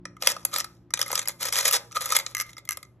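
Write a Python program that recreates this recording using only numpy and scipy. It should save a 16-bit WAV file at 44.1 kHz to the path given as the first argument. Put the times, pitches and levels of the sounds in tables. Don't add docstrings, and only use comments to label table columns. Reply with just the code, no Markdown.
import sys
import numpy as np
from scipy import signal
from scipy.fft import rfft, irfft, next_fast_len
from scipy.io import wavfile
from scipy.ndimage import map_coordinates

SR = 44100
rng = np.random.default_rng(int(sys.argv[2]) if len(sys.argv) > 2 else 0)


def master_out(mix):
    frames = np.transpose(np.atleast_2d(mix))
    ceiling = np.clip(frames, -1, 1)
    pcm = np.round(ceiling * 32767).astype(np.int16)
    wavfile.write(sys.argv[1], SR, pcm)


N = 132300


def amp(db):
    return 10 ** (np.asarray(db) / 20)


def unit_rms(x):
    return x / np.sqrt(np.mean(x ** 2) + 1e-20)


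def log_interp(points, hz):
    knots_hz, values = np.transpose(points)
    return np.interp(np.log(hz + 1), np.log(knots_hz + 1), values)


def filtered(x, response):
    size = next_fast_len(N + SR // 4)
    return irfft(rfft(x, size) * response(np.fft.rfftfreq(size, 1 / SR)), size)[..., :N]


# (time [s], level [dB], relative drive of globe, chute, thud, treble [dB])
CLICKS = [(0.054, -17, -15.5, -20, -23.5, -42.5), (0.167, -38.5, 1, -2, -29, -27.5),
          (0.223, -6.5, -23.5, -22, -24, -16.5), (0.234, -15, -32, -17.5, -16.5, -18.5),
          (0.272, 6, -45.5, -21, -30.5, -18), (0.365, -22.5, -7.5, -50, -13, -25.5),
          (0.451, -9.5, -25, -21.5, -29.5, -4.5), (0.54, -9.5, -14, -32, -28.5, -10.5),
          (0.561, -4.5, -50, -40, -29, -23), (0.584, -13.5, -18, -46, -44, -3.5),
          (0.602, -12.5, -35, -42, -34, -12.5), (0.644, -16, -17.5, -18.5, -30.5, -13.5),
          (0.906, -34.5, -11, -4.5, -16.5, -16), (0.938, -2, -35, -43, -35, -24.5),
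          (0.974, -13.5, -24.5, -30, -31, -21), (0.992, -12.5, -21, -14.5, -24, -15),
          (1.015, -4, -41, -49, -31.5, -16.5), (1.062, -32, -7.5, 8, -13, 0.5),
          (1.104, -23, -26, -6, -7, -26), (1.116, -13, -32, -18, -24, -13),
          (1.129, -10.5, -28, -12, -17, -14), (1.154, -2, -23.5, -24, -44.5, -25),
          (1.177, -9, -32, -49, -40, -20), (1.192, -6.5, -30, -19, -33, -21),
          (1.216, -17.5, -42, -47.5, -34, -26), (1.256, -25.5, -16.5, -3.5, -27, -11),
          (1.275, -13.5, -28, -35.5, -24, -21), (1.284, -14, -52, -50, -31, -6.5),
          (1.291, -21, -36, -5.5, -17, -23), (1.429, -13.5, -31, -18, -23, -8.5),
          (1.454, -16.5, -51, -17.5, -19, -6), (1.485, -14.5, -48, -17, -24, -11),
          (1.525, -5.5, -56, -24, -50, -19), (1.556, -6, -27, -33, -27.5, -17.5),
          (1.588, -5, -49, -18, -45, -18), (1.654, -1, -54, -50, -55.5, -22),
          (1.68, -6.5, -40, -45, -28, -7), (1.711, -14, -17, -24, -31, -9),
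          (1.726, -14, -45, -32, -25.5, -9), (1.732, -9.5, -23.5, -33, -25.5, -3.5),
          (1.912, -35, -4, -24, -31.5, -27), (1.919, -28.5, -21, -25, -36.5, -22),
          (1.926, -24.5, -16, -30.5, -35, -24.5), (1.968, -9, -3, -27, -20, -36.5),
          (2.014, -15, -48, -17, -27.5, -16), (2.058, -18, -21.5, -11, -22, -3.5),
          (2.091, -20.5, -18, -14, -18, -6), (2.104, -18, -26, -8, -25.5, -15),
          (2.122, -4, -10, -36, -32, -21), (2.157, -11, -28.5, -35, -44.5, -20),
          (2.165, 1.5, -38.5, -16.5, -31.5, -16.5), (2.188, -8, -28, -14, -24.5, -11),
          (2.199, -13, -20.5, -15, -28, -12), (2.264, -10, -24, -33, -35, -35),
          (2.492, -34.5, -27, 1.5, -33, -14), (2.531, -31, -24, -18, -37, -16),
          (2.568, -28.5, -13.5, -7, -42, -32), (2.581, -22.5, -24.5, -4, -28.5, -17),
          (2.652, -32, -28, -23, -31, -12.5), (2.675, -38.5, -11, 1, -36.5, -12),
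          (2.772, -21.5, -13.5, -13.5, -23.5, -8), (2.829, -27.5, -17.5, -9.5, -55, -11.5),
          (2.851, -46, -5, -4.5, -34, -30.5)]
CLICK_GAIN_DB = 4


def clicks():
    rows = np.array(CLICKS, float)
    return strike_shell(rows[:, 0] - CONTACT_RISE_S, rows[:, 1] + CLICK_GAIN_DB, rows[:, 2:])


# (frequency [Hz], bandwidth [Hz], gain [dB])
SHELL_MODES = [(1255, 137, 23), (2081, 150, 18), (551, 150, 21.5), (890, 328, 17), (1830, 514, -6.5),
               (2430, 230, -5.5), (3310, 560, -4.5), (4460, 1530, -3.5), (5523, 1250, 2.5), (6180, 1940, 0),
               (7900, 1780, -4.5), (9120, 800, -5.5)]
# (frequency [Hz], bandwidth [Hz], gain [dB])
TICK_MODES = [(11480, 2580, 16), (11900, 1900, 14)]
MODES = SHELL_MODES + TICK_MODES


def ring_shell(drives):
    hz, width_hz, gain_db = np.transpose(MODES)[:, :, None]
    gain = (-1.) ** np.arange(len(MODES))[:, None] * amp(gain_db)
    resonance = lambda f: gain * 1j * f * width_hz / (hz ** 2 - f ** 2 + 1j * f * width_hz)
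    return filtered(drives, resonance).sum(axis=0)


def mode_drive_db(colour_db):
    globe, chute, thud, treble = colour_db.T
    plain = [np.zeros_like(globe)] * (len(SHELL_MODES) - 4)
    return np.column_stack([globe, chute, thud, thud] + plain + [treble] * len(TICK_MODES))


CONTACT_RISE_S, CONTACT_T60_S, MODE_SPREAD_DB = 0.0008, 0.017, 2.5
HOLLOW_MODE_COUNT, HOLLOW_RISE_CYCLES = 3, 1.4


def strike_shell(times_s, level_db, colour_db, samples=512):
    t = np.arange(samples) / SR
    draws = rng.standard_normal((len(times_s), samples + 2 * len(MODES)))
    noise, scatter, phases = np.split(draws, [samples, samples + len(MODES)], axis=1)
    decay = amp(-60 * t / CONTACT_T60_S)
    envelope = (1 - np.exp(-(t / CONTACT_RISE_S) ** 2)) * decay
    strength = np.linalg.norm(envelope)
    burst = noise * envelope
    burst *= strength / np.linalg.norm(burst, axis=1, keepdims=True)
    gains = amp(mode_drive_db(colour_db) + MODE_SPREAD_DB * scatter + level_db[:, None])
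    indices = (np.round(times_s * SR).astype(int)[:, None] + np.arange(samples)).ravel()
    drives = np.zeros((len(MODES), N))
    for k, (hz, _, _) in enumerate(MODES):
        force = burst
        if k < HOLLOW_MODE_COUNT:
            swell = (1 - np.exp(-(t * hz / HOLLOW_RISE_CYCLES) ** 2)) * decay
            tone = np.cos(2 * np.pi * (hz * t + phases[:, -1 - k, None]))
            force = 2 * strength * swell / swell.sum() * tone
        drives[k] = np.bincount(indices, (force * gains[:, k, None]).ravel(), N)[:N]
    return ring_shell(drives)


# (start [s], length [s], level [dB], globe drive [dB])
TUMBLES = [(0.204, 0.015, -41, -24.5), (0.231, 0.089, -32.5, -25.5), (0.26, 0.054, -26, -31),
           (0.328, 0.11, -56, -28), (0.455, 0.066, -53.5, -15), (0.522, 0.088, -30, -18),
           (0.638, 0.01204, -45.5, -8), (0.686, 0.1, -71.5, -31.5), (0.986, 0.043, -31.5, -18.5),
           (1.051, 0.048, -40.5, -14.5), (1.097, 0.084, -37.5, -15.5), (1.136, 0.066, -35, -17.5),
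           (1.212, 0.02, -38.5, -28.5), (1.278, 0.027, -33.5, -34), (1.397, 0.0947, -29, -27.5),
           (1.52, 0.029, -25, -29), (1.554, 0.057, -21.5, -32), (1.614, 0.026, -31, -23.5),
           (1.64, 0.051, -20, -28), (1.694, 0.02, -31, -21.5), (1.721, 0.046, -18.5, -26.5),
           (1.943, 0.0054, -36, -23), (1.948, 0.026, -27, -13.5), (1.997, 0.031, -31, -28),
           (2.028, 0.056, -36.5, -14.5), (2.091, 0.039, -26, -22.5), (2.14, 0.026, -19.5, -27),
           (2.171, 0.038, -33, -20), (2.258, 0.072, -49, -18), (2.385, 0.032, -36, -13),
           (2.447, 0.066, -49.5, -19.5), (2.57, 0.023, -50, -12)]
# (chute [dB], thud [dB], treble [dB])
TUMBLE_COLOUR_DB = [-25.5, -27, -17]
TUMBLE_RISE_S, TUMBLE_FALL_S = 0.013, 0.014
CONTACTS_PER_S, CONTACT_SPREAD_DB, THINNING_DB_PER_DB, SCRAPE_DB = 1000, 3, 0.4, -8


def rattle():
    t = np.arange(N) / SR
    start_s, length_s, level_db, globe_db = np.transpose(TUMBLES)[:, :, None]
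    rise_db = 20 * ((t - start_s) / TUMBLE_RISE_S - 1)
    fall_db = 20 * (start_s + length_s - t) / TUMBLE_FALL_S
    swells = amp(level_db + np.minimum(np.minimum(rise_db, fall_db), 0))
    draws = rng.random((6000, 3))
    times_s = np.cumsum(-np.log(draws[:, 0])) / CONTACTS_PER_S
    times_s = times_s[times_s < N / SR]
    _, size_draw, chance = draws[:len(times_s)].T
    loudest = swells[:, (times_s * SR).astype(int)].argmax(axis=0)
    colour_db = np.hstack([globe_db[loudest], np.tile(TUMBLE_COLOUR_DB, (len(times_s), 1))])
    density = amp(THINNING_DB_PER_DB * (level_db[loudest, 0] - level_db.max()))
    contact_db = np.where(chance < density, -10 * np.log10(density), -60)
    contact_db -= CONTACT_SPREAD_DB * np.log(size_draw)
    contacts = strike_shell(times_s, contact_db, colour_db, samples=256)
    scrape_gains = amp(mode_drive_db(colour_db).mean(axis=0))
    scrape = ring_shell(scrape_gains[:, None] * rng.standard_normal(N))
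    return (unit_rms(contacts) + amp(SCRAPE_DB) * unit_rms(scrape)) * swells.sum(axis=0)


# (time [s], level [dB], first flight [s])
DROPS = [(2.349, -14, 0.019), (2.4003, -12.5, 0.0097), (2.69, -12.5, .018)]
# (frequency [Hz], level [dB], T60 [s])
CHUTE_MODES = [(1230, -14.5, 0.038), (1638, -20.5, 0.046), (2074, -7.5, 0.036), (2716, -8.5, 0.0083),
               (4310, -10, 0.0083), (5310, -7, 0.012), (6060, -3, 0.012), (7320, -1, 0.0073),
               (10150, -4, 0.0069), (11390, 2.5, 0.008)]
BOUNCE_LOSS_DB, FLIGHT_RATIO, BOUNCE_RISE_S = 4.5, 0.645, 0.0007
CRACK_DB, CRACK_T60_S, RING_SPREAD_DB, DETUNE_FRACTION = 3.5, 0.011, 1.7, 0.018


def bounces():
    out = np.zeros(N)
    t = np.arange(SR // 10) / SR
    attack = 1 - np.exp(-(t / BOUNCE_RISE_S) ** 2)
    hz, mode_db, t60_s = np.transpose(CHUTE_MODES)[:, :, None]
    for start_s, level_db, flight_s in DROPS:
        for k in range(5):
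            scatter, phase, detune = rng.standard_normal((3, len(CHUTE_MODES), 1))
            crack = amp(CRACK_DB - 60 * t / CRACK_T60_S) * np.gradient(rng.standard_normal(len(t)))
            decays = amp(mode_db + RING_SPREAD_DB * scatter - 60 * t / t60_s)
            tones = np.sin(2 * np.pi * (hz * (1 + DETUNE_FRACTION * detune) * t + phase))
            ring = (decays * tones).sum(axis=0)
            at = round((start_s + flight_s * (1 - FLIGHT_RATIO ** k) / (1 - FLIGHT_RATIO)) * SR)
            out[at:at + len(t)] += amp(level_db - BOUNCE_LOSS_DB * k) * attack * (ring + crack)
    return out


# (frequency [Hz], T60 [s])
ROOM_T60 = [(300, 0.56), (2000, 0.22), (6000, 0.092), (12000, 0.03)]
ROOM_DB, LATE_DB, LATE_T60_S = -15.5, -13, 0.39


def room(x):
    hz, t, spectrum = signal.stft(rng.standard_normal(SR // 2), SR, nperseg=256)
    early = amp(-60 * t / log_interp(ROOM_T60, hz)[:, None])
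    late = amp(LATE_DB - 60 * t / LATE_T60_S)
    tail = signal.istft(spectrum * (early + late), SR, nperseg=256)[1]
    delayed = np.pad(x, (150, 0))
    return signal.fftconvolve(delayed, tail / np.linalg.norm(tail))[:N]


# (frequency [Hz], level [dB])
HUM_TONES = [(118.4, -61), (177.6, -70), (236.9, -78.5), (290.7, -74), (349.9, -72.5)]
# (time [s], gain [dB])
HUM_FADE = [(0, 13), (.3, 6), (1.4, 3.5), (2.2, -7), (3, -27)]
HUM_GAIN_DB, WAVER_DB, WAVER_RAD, WAVER_PER_S = 5.5, 1.6, 0.52, 9


def appliance_hum():
    t = np.arange(N) / SR
    waver = lambda: map_coordinates(rng.standard_normal(40), [t * WAVER_PER_S])
    tones = []
    for hz, level_db in HUM_TONES:
        gain = amp(level_db + HUM_GAIN_DB + WAVER_DB * waver())
        tones.append(gain * np.sin(2 * np.pi * hz * t + WAVER_RAD * waver()))
    fade = amp(np.interp(t, *np.transpose(HUM_FADE)))
    return tones[0] + fade * sum(tones[1:])


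# (frequency [Hz], relative density [dB])
AIR_SPECTRUM = [(26, -63), (45, 1.5), (183, -1), (234, -8.5), (355, -3), (430, -15), (525, -13),
                (4800, -43.5), (16000, -80)]
AIR_RMS_DB, AIR_SIDE_DB = -59, -13.5


def room_air():
    mid, side = filtered(rng.standard_normal((2, N)), lambda hz: amp(log_interp(AIR_SPECTRUM, hz)))
    return amp(AIR_RMS_DB) / np.std(mid) * (mid + amp(AIR_SIDE_DB) * np.array([side, -side]))


# (frequency [Hz], lead [rad])
PORT_LEAD = [(0, 0), (1500, .2), (2700, .9), (3900, 1.2), (4850, 3.1), (5400, 5.3), (8300, 8.6),
             (10000, 10.2), (11400, 12), (16000, 14)]
# (frequency [Hz], level [dB])
PORT_TILT = [(150, -4), (400, -5.5), (800, 2.5), (1300, 2), (2500, -1.5), (5000, 0.5)]


def mic_ports(x):
    side = np.array([[0.5], [-0.5]])
    gain = lambda hz: amp(side * log_interp(PORT_TILT, hz))
    phase_rad = lambda hz: side * np.interp(hz, *np.transpose(PORT_LEAD))
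    return filtered(x, lambda hz: gain(hz) * np.exp(1j * phase_rad(hz)))


WIDTH_DB, WIDTH_CORNER_HZ = -17, 1500


def scene():
    dispenser = clicks() + rattle() + bounces()
    room_treble = filtered(room(dispenser), lambda hz: hz ** 2 / (hz ** 2 + WIDTH_CORNER_HZ ** 2))
    width = amp(WIDTH_DB) * np.array([room_treble, -room_treble])
    return mic_ports(dispenser + amp(ROOM_DB) * room(dispenser)) + width + appliance_hum() + room_air()


# (frequency [Hz], gain [dB])
MIC_ROLLOFF = [(11800, -0.5), (12600, -7), (13300, -19.5), (15000, -32.5), (16300, -58)]
CLIP_CEILING, BAND_LIMIT_HZ = 0.9, 16400


def record(dry):
    rolled = filtered(dry, lambda hz: amp(log_interp(MIC_ROLLOFF, hz)))
    clipped = rolled / (1 + np.abs(rolled / CLIP_CEILING) ** 4) ** (1 / 4)
    return filtered(clipped, lambda hz: hz < BAND_LIMIT_HZ)


dry = scene()
out = record(dry)
master_out(out)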